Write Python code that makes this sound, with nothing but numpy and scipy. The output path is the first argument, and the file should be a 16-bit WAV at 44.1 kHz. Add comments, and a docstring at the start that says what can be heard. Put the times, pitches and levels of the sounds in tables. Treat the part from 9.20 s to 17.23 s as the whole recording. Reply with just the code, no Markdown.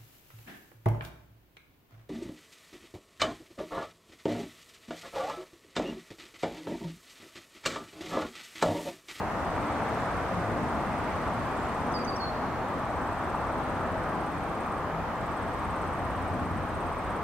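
"""A highway heard across a grassy verge on a summer day. From the start, many tyres merge into a roar over
the rumble and drone of engines, swelling as vehicles pass, while a faint high fizz slowly fades. Almost
at once a cricket begins the first of three long trills, one ringing pulse to each wing stroke. Two thin
whistles come from the trees (0.6 s, 2.2 s), then a small bird gives one short falling phrase (2.7 s).
Just after 4 s wheels knock three times over a road joint; traffic and cricket carry on to the end."""
import sys
import numpy as np
from scipy import signal
from scipy.fft import rfft, irfft, next_fast_len
from scipy.io import wavfile
from scipy.ndimage import uniform_filter1d

SR = 44100
rng = np.random.default_rng(int(sys.argv[2]) if len(sys.argv) > 2 else 0)


def wrap_up_sound(samples):
    """Save the sound to the file named by the first command line argument, as 16-bit audio."""
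    columns = np.atleast_2d(samples).T
    # keep every value between -1 and 1, then stretch to whole-number steps
    tamed = np.clip(columns, -1, 1)
    steps = np.round(tamed * 32767).astype(np.int16)
    wavfile.write(sys.argv[1], SR, steps)


N = 354123
TIME = np.arange(N) / SR
# how busy the road sounds: (time [s], whole-stream gain [dB], near-lane gain [dB])
TRAFFIC = [(0, -.5, 0.2), (.7, 1.26, 3), (1.3, 0.8, 1), (1.8, 0.8, 1.8), (2.4, 0.7, 1.7), (2.95, -0.4, -1),
           (3.5, -0.25, -0.4), (4.6, 0.04, -0.2), (5.55, -0.6, -1.0), (6.4, -1.0, -0.3), (7.3, -1.1, -0.8),
           (8.03, -0.3, -.9)]


def gain_of(db):
    """Amplitude ratio of a level in decibels."""
    return 10 ** (np.asarray(db) / 20)


def unit_rms(x):
    """Normalisation to an rms of one."""
    return x / np.sqrt(np.mean(x ** 2) + 1e-20)


def at_frequency(points, hz):
    """Interpolation on a logarithmic frequency axis."""
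    f, value = np.transpose(points)
    return np.interp(np.log(hz + 1), np.log(f + 1), value)


def envelope(rows, column=1):
    """Amplitude over time, interpolated in decibels."""
    rows = np.asarray(rows)
    return gain_of(np.interp(TIME, rows[:, 0], rows[:, column]))


def add(mix, start, sound):
    """Superposition: a sound joins the mix at its start time."""
    part = mix[max(round(start * SR), 0):][:len(sound)]
    part += sound[:len(part)]


def wander(rate_hz):
    """Slow random modulation: low-passed noise with an rms of one."""
    hz = np.fft.rfftfreq(N, 1 / SR)
    return unit_rms(irfft(rfft(rng.standard_normal(N)) * np.exp(-(hz / rate_hz) ** 2), N))


def swell(peak_time, length):
    """Screening: the level rises and falls as a vehicle comes into the open and is hidden again."""
    return np.cos(np.pi * np.clip((TIME - peak_time) / length, -.5, .5)) ** 2


def wash(spectrum, patchy_db):
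    """An extended source gives partly coherent stereo noise; moving air makes patches swell and fade."""
    # likeness of the channels: (frequency [Hz], coherence [ratio, capped at 1 below])
    likeness = [(40, 1.5), (300, 1.1), (750, 0.93), (1000, 0.79), (1250, 0.84), (1900, 0.57), (2400, 0.62),
                (3200, 0.4), (4300, 0), (15000, 0.14)]
    # lead of left over right: (frequency [Hz], phase [rad])
    phase_lead = [(40, 0.98), (90, 0.68), (180, 0.39), (400, 0.42), (750, -0.045), (1000, -0.051),
                  (1600, 0.051), (3300, -0.38), (4500, -1.36), (10000, -1.5), (14000, -.1)]
    # left minus right: (frequency [Hz], level difference [dB])
    balance = [(30, -2), (80, -0.24), (180, 1.3), (700, 1.7), (1300, 0.4), (2400, -1), (5000, -0.13),
               (15000, -0.66)]
    frames, hz = N // 512 + 5, np.fft.rfftfreq(2048, 1 / SR)
    a, b, c, d, patches = rng.standard_normal((5, frames, len(hz)))
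    left, independent = a + 1j * b, c + 1j * d
    patches = uniform_filter1d(patches, size=14, axis=0)  # smooth over time
    patches = unit_rms(uniform_filter1d(patches, size=12, axis=1))  # and over frequency
    coherence = np.clip(at_frequency(likeness, hz), 0, 1)
    right = coherence * left + np.sqrt(1 - coherence ** 2) * independent
    right *= np.exp(-1j * at_frequency(phase_lead, hz))
    lean = gain_of(at_frequency(balance, hz) / 2)
    roll_off = 1 / (1 + (hz / spectrum[-1][0] / 2) ** 4)
    colour = roll_off * gain_of(at_frequency(spectrum, hz) + patchy_db * patches)
    bins = np.array([left * lean, right / lean]) * colour
    noise = signal.istft(bins.swapaxes(1, 2), nperseg=2048, noverlap=1536)[1][:, :N]
    return noise / np.std(noise.mean(0))


def place(x, balance_db, lead_rad):
    """A point source reaches the channels with a level and a phase difference, left minus right."""
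    lean = gain_of(balance_db / 2) * np.exp(.5j * lead_rad)
    analytic = signal.hilbert(x, next_fast_len(N + SR))[:N]
    return (analytic * np.array([[lean], [1 / lean]])).real


def scatter(x, t60):
    """Scattering: leaves and trunks return sparse, dying echoes, different in each channel."""
    t = np.arange(SR) / SR
    echoes = rng.standard_normal((2, SR)) * (rng.random((2, SR)) < 1500 / SR)  # about 1500 a second
    echoes *= gain_of(-60 * t / t60) * (t > .006)
    echoes /= np.linalg.norm(echoes, axis=1, keepdims=True)
    return signal.fftconvolve(x[None], echoes, axes=1)[:, :N]


def tone(times, hz, db):
    """A pure glide, whose phase is the integral of frequency; returns its start time and samples."""
    t = np.arange(times[0], times[-1], 1 / SR)
    turns = np.cumsum(np.interp(t, times, hz)) / SR
    return times[0], np.sqrt(2) * gain_of(np.interp(t, times, db)) * np.sin(2 * np.pi * turns)


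def note(start, length, db, pitch):
    """A glide under one rounded envelope; pitch(u) gives Hz as u runs from 0 to 1 through the note."""
    u = np.linspace(0, 1, 32)
    puff_db = 10 * np.log10(np.sin(np.pi * u) + 1e-4)
    return tone(start + length * u, pitch(u), db + puff_db)


def tyres(roar_db=-33, hiss_db=-46.5):
    """Incoherent sources add in power: tyres merge into a roar, and the near lanes add a hiss."""
    # spectra of all tyres and of the near lanes: (frequency [Hz], relative density [dB])
    roar_spectrum = [(100, -27), (250, -10), (350, -3.5), (450, -4), (560, -2), (680, 0), (830, -0.5),
                     (970, -1.5), (1190, -1.5), (1450, -8), (1800, -15), (2400, -31), (4000, -49)]
    hiss_spectrum = [(800, -14.5), (1400, -1), (1850, 1.5), (2400, -3.5), (2800, -8), (3800, -13.5),
                     (5000, -20), (7000, -25), (10000, -29.5), (16000, -42)]
    # cars heard through a gap in the bushes: (peak time [s], duration [s], level [dB])
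    cars = [(1.0, .5, -44), (2.697, 0.32, -36), (4.304, 0.41, -40), (7.0, 1, -42)]
    passing = sum(gain_of(db) * swell(peak_time, length) for peak_time, length, db in cars)
    roar = np.hypot(gain_of(roar_db) * envelope(TRAFFIC), passing) * wash(roar_spectrum, patchy_db=0.7)
    hiss = gain_of(hiss_db) * envelope(TRAFFIC, column=2) * wash(hiss_spectrum, patchy_db=0.86)
    return roar + hiss


def high_fizz():
    """Modulated noise: a faint high fizz, perhaps rustling leaves, slowly fades."""
    # spectrum of the fizz: (frequency [Hz], relative density [dB])
    spectrum = [(3000, -14), (4200, -1.5), (5600, -1.5), (7000, -4.5), (10000, -10), (15000, -22)]
    # its fade: (time [s], level [dB])
    fade = [(0, -62), (2.6, -64.6), (3.3, -67.5), (5.5, -68.5), (8.03, -72)]
    return envelope(fade) * wash(spectrum, patchy_db=2.0)


def engines(rumble_db=-41.5, drone_db=-40, surge_db=0.1, waver=0.011, flutter_db=2.2, body_db=-4.0):
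    """Tones over band noise: each heavy engine adds a wavering note and lifts the rumble or the drone."""
    # spectra of exhaust rumble and engine drone: (frequency [Hz], relative density [dB])
    rumble_spectrum = [(15, -33), (30, -15), (48, -5.5), (62, -1), (85, 0), (100, -4.5), (125, -3.5),
                       (160, -11.5), (260, -31)]
    drone_spectrum = [(80, -31), (135, -7.5), (170, -2.5), (200, -4), (255, -1.5), (280, -5), (305, -5),
                      (350, -13.5), (600, -30)]
    # heavy vehicles that stand out: (peak time [s], duration [s], engine note [Hz], level [dB])
    trucks = [(.5, .6, 296, -42), (.65, .9, 109.5, -43.5), (1.17, .3, 175, -39.5),
              (1.26, .55, 106.7, -36.5), (1.42, .5, 240, -36.5), (1.48, 0.39, 214, -42),
              (2.2, .9, 108.6, -45.5), (2.702, 0.59, 252, -40.5), (3.25, .55, 230, -41.5),
              (3.543, 0.27, 250.8, -39), (4.3, .55, 62, -45), (4.551, 0.76, 252, -43),
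              (4.7, .76, 90, -42.5), (5.781, 0.33, 166, -42), (7.0, 1.8, 88, -44), (7.2, 2.4, 61, -47),
              (7.3, 0.89, 238.6, -40)]
    notes, rumble_lift, drone_lift = np.zeros((3, N))
    sway, flutter = wander(rate_hz=6.7), wander(rate_hz=7.2)
    for peak_time, length, hz, db in trucks:
        shift = rng.integers(N)  # every engine wavers in its own way
        amplitude = gain_of(db) * swell(peak_time, length)
        turns = np.cumsum(hz * (1 + waver * np.roll(sway, shift))) / SR
        notes += amplitude * gain_of(flutter_db * np.roll(flutter, shift)) * np.sin(2 * np.pi * turns)
        add(rumble_lift if hz < 140 else drone_lift, 0, gain_of(body_db) * amplitude)
    rumble_bed = gain_of(rumble_db + surge_db * wander(rate_hz=3.4))
    rumble = np.hypot(rumble_bed, rumble_lift) * wash(rumble_spectrum, patchy_db=0.15)
    drone_bed = gain_of(drone_db + surge_db * wander(rate_hz=3.3)) * envelope(TRAFFIC) ** 1.06
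    drone = np.hypot(drone_bed, drone_lift) * wash(drone_spectrum, patchy_db=0.6)
    return rumble + drone + place(notes, balance_db=2.0, lead_rad=0.28)


def faint_hiss():
    """Stationary broadband noise lays a faint floor under the treble."""
    # spectrum of the hiss: (frequency [Hz], relative density [dB])
    spectrum = [(1500, -13), (4000, -1), (7000, -1), (10000, -2), (13000, -0.5), (15700, -4.5)]
    return gain_of(-68) * wash(spectrum, patchy_db=0)


def cricket(start_hz=8200, full_hz=8620, pitch_jitter=0.002, uneven_db=1.2, settle_strokes=12):
    """Stridulation: each wing stroke rings briefly; a run starts quick, short and low, then settles."""
    # runs: (start [s], end [s], first period [s], settled period [s],
    # time constant of the pitch climb [strokes], relative level [dB])
    trills = [(0.1997, 2.99, 0.05272, 0.05932, 4.0, -54.5), (3.487, 5.61, 0.05503, 0.05734, 7.5, -55),
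              (5.9579, 8.0, 0.05304, 0.05955, 3.8, -53.5)]
    # the wing slows as it closes: (time from mid-stroke [s], pitch factor [ratio], relative level [dB])
    stroke = [(-.014, .98, -22), (-.009, .99, -7), (-.002, 1.002, 0), (.001, .988, -1), (.003, .968, 2),
              (.005, .93, -3), (.0085, .89, -16)]
    offset, bend, shape_db = np.transpose(stroke)
    song = np.zeros(N)
    for at, end, first_period, settled_period, climb_strokes, db in trills:
        count = 0
        while at < end:
            pitch = full_hz + (start_hz - full_hz) * np.exp(-count / climb_strokes)
            pitch *= 1 + pitch_jitter * rng.standard_normal()
            stroke_db = db + uneven_db * rng.standard_normal()
            reach = np.interp(count, [0, 4], [0.54, 1])  # the first four strokes are shorter
            add(song, *tone(at + reach * offset, pitch * bend, stroke_db + shape_db))
            at += settled_period + (first_period - settled_period) * np.exp(-count / settle_strokes)
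            count += 1
    direct = place(song, balance_db=-4.0, lead_rad=-1.72)
    return gain_of(-4.4) * (direct + gain_of(-7.5) * scatter(song, t60=.12))


def far_whistles(arch=.035):
    """Reverberation: thin, arched whistles from the trees carry nearly as much echo as direct sound."""
    # whistles: (start [s], duration [s], top pitch [Hz], relative level [dB])
    whistles = [(.64, .31, 7130, -65.5), (2.2, .42, 7330, -65)]
    song = np.zeros(N)
    for start, length, top_hz, db in whistles:
        add(song, *note(start, length, db, lambda u: top_hz * (1 - arch * (2 * u - 1) ** 2)))
    direct = place(song, balance_db=-1.5, lead_rad=1.1)
    return gain_of(-6) * (direct + gain_of(-1) * scatter(song, t60=.4))


def small_bird(flick_s=.011, flick_rise=.09, fall_hz_per_s=12400, echo_s=.049, echo_db=-6.5):
    """Frequency sweeps form three falling syllables on the right; the low notes echo among the trees."""
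    # upward flick that opens each syllable: (start [s], top pitch [Hz], relative level [dB])
    flicks = [(2.717, 6250, -49.5), (2.845, 6170, -42), (2.96, 5670, -39)]
    # slur after it: (start [s], duration [s], first pitch [Hz], last pitch [Hz], relative level [dB])
    slurs = [(2.738, 0.047, 5050, 4690, -37), (2.873, 0.033, 4830, 4650, -37.5),
             (2.997, .07, 4530, 4280, -37.3)]
    song = np.zeros(N)
    for start, top_hz, db in flicks:
        add(song, *note(start, flick_s, db, lambda u: top_hz * (1 - flick_rise * (1 - u) ** 3)))
    for start, length, first_hz, last_hz, db in slurs:
        fall_hz = fall_hz_per_s * length
        add(song, *note(start, length, db, lambda u: np.maximum(first_hz - fall_hz * u, last_hz)))
    low_notes = signal.sosfilt(signal.butter(6, 5000, fs=SR, output="sos"), song)
    add(song, echo_s, gain_of(echo_db) * low_notes)  # one reflection from the tree line
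    phrase = place(song, balance_db=-8.0, lead_rad=-2.65) + gain_of(-8.5) * scatter(song, t60=0.22)
    lingering = gain_of(-8) * scatter(low_notes, t60=1.4)
    return gain_of(-5.0) * (phrase + lingering)


def joint_knocks(decay_s=0.0041, slap_gap_s=0.00442, log_bandwidth=0.24):
    """Impact noise: wheels crossing a road joint give pairs of short, damped bursts of band noise."""
    # knocks: (time [s], peak level of a slap [dB], centre frequency [Hz])
    knocks = [(4.1446, -22.5, 950), (4.212, -27, 774), (4.298, -24, 880)]
    slaps, t = np.zeros(N), np.arange(2048) / SR
    hz = np.fft.rfftfreq(len(t), 1 / SR)
    for start, db, centre_hz in knocks:
        band = np.exp(-.5 * (np.log((hz + 1) / centre_hz) / log_bandwidth) ** 2)
        for delay in (0, slap_gap_s):
            noise = irfft(rfft(rng.standard_normal(len(t))) * band)
            slap = noise * t * np.exp(-2 * t / decay_s)
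            add(slaps, start + delay, gain_of(db) * slap / abs(slap).max())
    return place(slaps, balance_db=2.0, lead_rad=0) + gain_of(-12) * scatter(slaps, t60=.4)


def scene():
    """Superposition: the pressures of all sources add."""
    background = tyres() + high_fizz() + engines() + faint_hiss()
    return background + cricket() + far_whistles() + small_bird() + joint_knocks()


def record(dry):
    """Band limiting: a steep low-pass filter removes the highest treble."""
    edge_hz = 15750
    low_pass = signal.firwin(1023, edge_hz, window=("kaiser", 9), fs=SR)
    return signal.oaconvolve(dry, low_pass[None], "same")


dry = scene()
out = record(dry)
wrap_up_sound(out)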